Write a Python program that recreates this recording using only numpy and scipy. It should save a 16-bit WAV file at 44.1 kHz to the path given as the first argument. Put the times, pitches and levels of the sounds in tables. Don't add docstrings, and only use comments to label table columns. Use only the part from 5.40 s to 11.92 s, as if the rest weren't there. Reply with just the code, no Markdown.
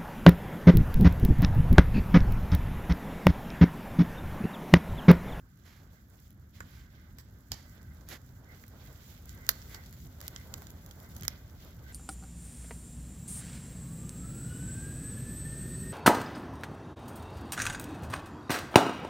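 import sys
import numpy as np
from scipy import signal
from scipy.fft import rfft, irfft, next_fast_len
from scipy.io import wavfile
from scipy.ndimage import uniform_filter1d

SR = 44100
rng = np.random.default_rng(int(sys.argv[2]) if len(sys.argv) > 2 else 0)


def master_out(mix):
    frames = np.transpose(np.atleast_2d(mix))
    ceiling = np.clip(frames, -1, 1)
    pcm = np.round(ceiling * 32767).astype(np.int16)
    wavfile.write(sys.argv[1], SR, pcm)


N = 287720
TIME = np.arange(N) / SR


def undb(db):
    return 10 ** (np.asarray(db) / 20)


def unit(x):
    return x / np.sqrt(np.mean(x ** 2))


def colour(x, points):
    size = next_fast_len(N + 8192, True) // 2 * 2
    hz, db = np.transpose(points)
    bin_hz = np.arange(size // 2 + 1) * SR / size
    gain = undb(np.interp(np.log(bin_hz + 1), np.log(hz), db))
    cepstrum = irfft(np.log(gain))[:size // 2]
    cepstrum[1:] *= 2
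    return irfft(rfft(x, size) * np.exp(rfft(cepstrum, size)))[..., :N]


def band(x, lo_hz, hi_hz, order=2):
    edges_hz = [lo_hz, min(hi_hz, SR / 2 - 1000)]
    return signal.sosfilt(signal.butter(order, edges_hz, "band", fs=SR, output="sos"), x)


def waver(rate_hz, depth_db):
    hold = int(SR / rate_hz)
    steps = np.repeat(rng.standard_normal(N // hold + 1), hold)
    return undb(depth_db * unit(uniform_filter1d(steps, hold)[:N]))


def turbulence(side_db):
    mid, side = rng.standard_normal((2, N))
    return mid + undb(side_db) * side * np.array([[1], [-1]])


def vent(peak_s, length_s, level_db, rise_share=0.46):
    corners_s = [peak_s - rise_share * length_s, peak_s, peak_s + (1 - rise_share) * length_s]
    return undb(level_db) ** 2 * np.interp(TIME, corners_s, [0, 1, 0])


# time_s, level_db
BLAZE_CURVE = [(0.0, -74.5), (0.47, -71.5), (0.93, -75.5), (1.22, -73.5), (2.1, -71.5), (2.36, -68.5),
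               (3.03, -68.5), (3.34, -65), (3.92, -66.5), (4.19, -63), (4.59, -65.5), (5.19, -59.5),
               (5.41, -62), (6.52, -65)]
def blaze(usual_db, growth, usual_blaze_db=-67.5):
    blaze_db = np.interp(TIME, *np.transpose(BLAZE_CURVE))
    return undb(usual_db + growth * (blaze_db - usual_blaze_db))


# freq_hz, gain_db
RUMBLE_EQ = [(12, -46), (20, -26.5), (47, -3.5), (76, 1.5), (264, -14), (400, -29), (520, -52), (880, -120)]
# peak_s, length_s, level_db
WHUMPS = [(1.01, 0.22, -56), (1.214, 0.19, -51), (1.37, 0.21, -55), (1.73, .1, -52), (2.124, 0.061, -45),
          (2.503, 0.1, -52.5), (2.712, .12, -52), (3.934, 0.13, -50), (4.215, 0.3, -53),
          (4.632, 0.18, -46.5), (5.836, 0.31, -47)]
def flame_rumble():
    power = blaze(-52.5, growth=0.49) ** 2 + sum(vent(*whump) for whump in WHUMPS)
    body = unit(colour(turbulence(side_db=-19.5), RUMBLE_EQ))
    return body * np.sqrt(power) * waver(rate_hz=7, depth_db=0.8)


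# freq_hz, gain_db
FLUTTER_EQ = [(150, -6.5), (350, 2), (600, 0), (1000, -6), (1500, -8), (3000, -38.5)]
def flame_flutter():
    tongues = unit(colour(turbulence(side_db=-8), FLUTTER_EQ))
    return tongues * blaze(-67, growth=0.9) * waver(rate_hz=25, depth_db=2.5)


# peak_s, length_s, level_db
GAS_JETS = [(.28, .16, -83), (.58, 0.11, -66.5), (1.374, 0.31, -65.5), (1.61, 0.25, -65.5),
            (2.33, 0.31, -65), (2.5, .18, -66.5), (3.12, 0.17, -61.5), (3.47, 0.15, -63), (4.05, 0.42, -61),
            (4.36, 0.19, -58.5), (4.86, 0.085, -60), (4.98, 0.16, -59), (5.15, 0.076, -62.5),
            (5.654, 0.15, -64), (5.893, 0.34, -62), (6.52, 0.23, -58.5)]
# pitch_hz, width_hz, offset_db, growth_db_per_db
GAP_RESONANCES = [(1450, 640, -8.5, 0.63), (1540, 98, -7, 1.5), (2028, 236, -5.5, 2)]
def seething(usual_db=-60.5):
    power = blaze(-69, growth=0.43) ** 2 + sum(vent(*jet) for jet in GAS_JETS)
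    drive_db = 10 * np.log10(power) - usual_db
    seethe = 0
    for pitch_hz, width_hz, offset_db, growth in GAP_RESONANCES:
        gas = unit(band(turbulence(side_db=1.5), pitch_hz - width_hz / 2, pitch_hz + width_hz / 2))
        gain = undb(usual_db + offset_db + growth * drive_db)
        seethe = seethe + gas * gain * waver(rate_hz=16, depth_db=1.24)
    return seethe


def ticking(ticks_per_band_s=110, spread_db=6.5, decay_s=0.0015):
    ticks = 0
    for lo_hz, hi_hz in [(1500, 8100), (5500, 16300), (10000, 21050)]:
        sizes = undb(spread_db * np.minimum(rng.exponential(size=N), 3.2))
        bursts = (rng.random(N) < ticks_per_band_s / SR) * sizes
        envelope = signal.lfilter([1], [1, -np.exp(-1 / (decay_s * SR))], bursts)
        ticks = ticks + band(envelope * turbulence(side_db=0), lo_hz, hi_hz)
    return unit(ticks)


# freq_hz, gain_db
SPIT_EQ = [(1200, -15.5), (2400, 1), (3400, 1), (4500, -3.5), (6000, -8.5), (8000, -26), (12000, -11)]
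SIZZLE_EQ = [(1000, -38), (3200, -24), (4500, -5), (5500, -4), (7000, -1), (12000, -7.5), (16000, 4.5)]
# peak_s, length_s, spit_db, brightness_db (sizzle over spit)
WET_PATCHES = [(0.553, 0.14, -76, 4), (0.796, 0.28, -77.5, 9), (1.158, 0.056, -63.5, -1),
               (1.312, 0.25, -68.5, 0.5), (1.586, 0.18, -69, -17), (2.318, 0.26, -71.5, 3),
               (3.16, .14, -66, -0.5), (3.447, 0.14, -64.5, -1), (3.667, 0.35, -64, 3),
               (3.915, 0.2, -68, 8.5), (4.25, 0.64, -67, 7.5), (4.61, 0.15, -67.5, 9),
               (4.857, 0.085, -59.5, 5.5), (4.977, 0.19, -62.5, -6), (5.745, 0.35, -69, 7.5),
               (5.916, 0.12, -60, -12), (6.254, 0.14, -61, -4), (6.52, 0.18, -61.5, -14)]
def boiling(hiss_db=1, tick_db=-6):
    spit_power = blaze(-73.5, growth=0.84) ** 2
    sizzle_power = blaze(-67, growth=0.88) ** 2
    for peak_s, length_s, spit_db, brightness_db in WET_PATCHES:
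        spit_power += vent(peak_s, length_s, spit_db)
        sizzle_power += vent(peak_s, length_s, spit_db + brightness_db)
    spit = unit(colour(turbulence(side_db=0.5), SPIT_EQ)) * waver(rate_hz=60, depth_db=1.9)
    hiss = unit(colour(turbulence(side_db=0.5), SIZZLE_EQ)) * waver(rate_hz=33, depth_db=1.7)
    sizzle = undb(hiss_db) * hiss + undb(tick_db) * ticking()
    return spit * np.sqrt(spit_power) + sizzle * np.sqrt(sizzle_power)


# freq_hz, gain_db
STEAM_EQ = [(120, -35), (250, 8.5), (700, 2.5), (2000, 5), (4500, -0.5), (7500, -7), (13000, -9),
            (16000, -13)]
# start_s, peak_s, end_s, level_db
STEAM_GUSHES = [(0.235, 0.27, 0.5, -60.5), (1.137, 1.162, 1.3, -64), (1.244, 1.37, 1.52, -62),
                (2.107, 2.116, 2.29, -56.5), (2.662, 2.696, 2.696, -58.5), (2.687, 2.727, 2.782, -45),
                (4.265, 4.348, 4.38, -53.5)]
def steam():
    flow = sum(undb(level_db) * np.interp(TIME, [start_s, peak_s, end_s], [0, 1, 0])
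               for start_s, peak_s, end_s, level_db in STEAM_GUSHES)
    breath = unit(colour(turbulence(side_db=-6), STEAM_EQ))
    return breath * flow * waver(rate_hz=250, depth_db=1.15)


def lawn_echoes(send, near_s=0.024, far_db=-11, far_t60_s=0.51):
    t = TIME[:SR]
    near_envelope = np.interp(t, [0.002, 0.005, near_s, near_s + 0.0063], [0, 1, 0.69, 0])
    near = rng.standard_normal((2, SR)) * near_envelope
    far_envelope = undb(-60 * t / far_t60_s) * (t > near_s)
    far = band(rng.standard_normal((2, SR)), 200, 4900, order=1) * far_envelope
    echoes = (unit(near) + undb(far_db) * unit(far)) / np.sqrt(SR)
    return signal.fftconvolve(send, echoes, axes=1)[:, :N]


def burst(x, level_db):
    return x * undb(level_db) / np.sqrt(np.sum(x ** 2, axis=-1, keepdims=True) / (0.002 * SR))


def fracture(grain, decay_s, rupture=0.36, rupture_s=0.00044, attack_s=0.0001):
    t = np.arange(grain.shape[1]) / SR
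    strain = rupture * np.exp(-t / rupture_s) + np.exp(-t / decay_s)
    attack = 1 - np.exp(-t / attack_s)
    spectrum = rfft(grain * strain * attack, 2 * len(t))
    flattened = spectrum / np.abs(spectrum) ** 0.75
    return irfft(flattened)[:, :len(t)]


# start_s, knock_hz, knock_db, crack_hz, crack_db, snap_db, splinter_ms, echo_send_db
POP_CUES = [(0.9052, 1500, -72, 3320, -65, -56.5, 1.3, -13), (1.204, 1270, -37, 6960, -44.5, -51, 2.6, -12),
            (1.7845, 1250, -52, 7700, -48.5, -49.5, 2.2, -1),
            (2.118, 716, -42.5, 4700, -29, -37, 1.5, -8.5), (2.429, 1499, -68, 7000, -63, -60, 1.1, -16),
            (2.688, 1500, -53, 6200, -48, -44.5, 0.93, 0), (3.238, 1530, -48, 4560, -58, -62, 1.5, -16),
            (3.2805, 1500, -66, 7100, -59, -53, 1.1, -7), (3.893, 1500, -57, 7000, -46.5, -49, 1.1, -6),
            (4.066, 1500, -65, 6560, -47.5, -49, 0.6, -22),
            (4.0901, 1320, -23, 4360, -18.5, -17.5, 1.8, -16.5),
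            (4.217, 1500, -63, 5430, -51.5, -60, 1.6, -17),
            (4.3452, 1080, -44.5, 4600, -41, -46, 1.9, -8.5),
            (4.5268, 1520, -56.5, 6940, -53, -52.5, 1.3, 0), (4.804, 1510, -62, 7200, -48, -51, 1.1, -14),
            (4.8132, 1510, -48.5, 4774, -47.5, -44, 1.1, -20),
            (4.8798, 1500, -48, 7200, -37, -36, 0.41, -30), (4.9614, 1670, -46, 3370, -37.5, -51, 1.3, -16),
            (5.1395, 1110, -44, 6860, -35, -42.5, 1.65, -21), (5.22, 970, -48, 7500, -54, -51, 0.87, -9),
            (5.269, 1510, -56, 6850, -47, -51.5, 1.3, -16), (5.304, 1500, -65, 6440, -52, -48.5, 0.9, -22),
            (5.4618, 1500, -64, 6500, -52.5, -51, 1.0, -10),
            (5.5102, 1490, -55, 3420, -47.5, -54, 2.1, -13),
            (5.6012, 1500, -70, 7400, -57, -53.5, 1.0, -16),
            (5.7644, 1500, -54, 6100, -47, -43.5, 3.5, -26),
            (5.8097, 1500, -66, 7100, -50, -45.5, 1.0, -22), (5.8225, 1500, -46, 6100, -46, -58, 1.2, -23),
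            (5.833, 1490, -47, 3220, -42.5, -43.5, 1.5, -4.5),
            (5.85, 1560, -41.5, 7200, -44, -44, 2.4, -22),
            (5.8801, 1930, -31.5, 5300, -23.5, -29, 1.2, -25.5)]
def pops(size=2048, knock_span=1.41, thud_db=-7.5, ring_db=-5, ring_half_width=0.035, lag_s=0.00036):
    direct, send = np.zeros((2, 2, N + 2 * size))
    for start_s, knock_hz, knock_db, crack_hz, crack_db, snap_db, splinter_ms, send_db in POP_CUES:
        shared, left, right = rng.standard_normal((3, size))
        grain = shared + np.array([left, right])
        decay_s = splinter_ms / 1000
        split = fracture(grain, decay_s)
        push = fracture(grain, decay_s * 1.26)
        knock = burst(band(push, knock_hz / knock_span, knock_hz * knock_span), knock_db)
        thud = burst(band(push, 420, 1000), knock_db + thud_db)
        ring = band(split, crack_hz * (1 - ring_half_width), crack_hz * (1 + ring_half_width), order=1)
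        bite = band(split, 2800, 7600)
        crack = burst(burst(bite, 0) + burst(ring, ring_db), crack_db)
        snap = burst(band(split, 10200, 16200), snap_db)
        pop = knock + thud + crack + snap
        for ear in range(2):
            onset = int((start_s + ear * lag_s) * SR)
            direct[ear, onset:onset + size] += pop[ear]
            send[ear, onset:onset + size] += undb(send_db) * pop[ear]
    return direct[:, :N], send[:, :N]


# time_s, right_minus_left_db
HISS_PAN = [(0, -0.2), (3.5, 0), (4.4, -3.5), (5.4, -3.5), (6.52, -3.5)]
def scene():
    direct, send = pops()
    pan_db = np.interp(TIME, *np.transpose(HISS_PAN))
    hiss = (seething() + boiling() + steam()) * undb(np.array([-pan_db, pan_db]) / 2)
    return flame_rumble() + flame_flutter() + hiss + direct + lawn_echoes(send)


# freq_hz, gain_db
PORT_EQ = [(15, -15), (45, 1.5), (1300, 0), (1560, 2), (1800, 2), (2050, 2.5), (2650, -4), (3300, 0.5),
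           (7700, 3), (8500, -14.5), (9600, -4.5), (10900, 3.5), (15000, 4.5), (16200, -13.5)]
# freq_hz, left_minus_right_db
PORT_TILT = [(200, -.5), (380, -1), (700, -3.5), (1300, -6), (2400, -7), (4400, -7), (8000, -6),
             (15000, -2.2)]
def record(dry, top_hz=16100):
    left = colour(dry[0], [(hz, db / 2) for hz, db in PORT_TILT])
    right = colour(dry[1], [(hz, -db / 2) for hz, db in PORT_TILT])
    low_pass = signal.ellip(10, 0.2, 80, top_hz, fs=SR, output="sos")
    return signal.sosfilt(low_pass, colour(np.array([left, right]), PORT_EQ))


dry = scene()
out = record(dry)
master_out(out)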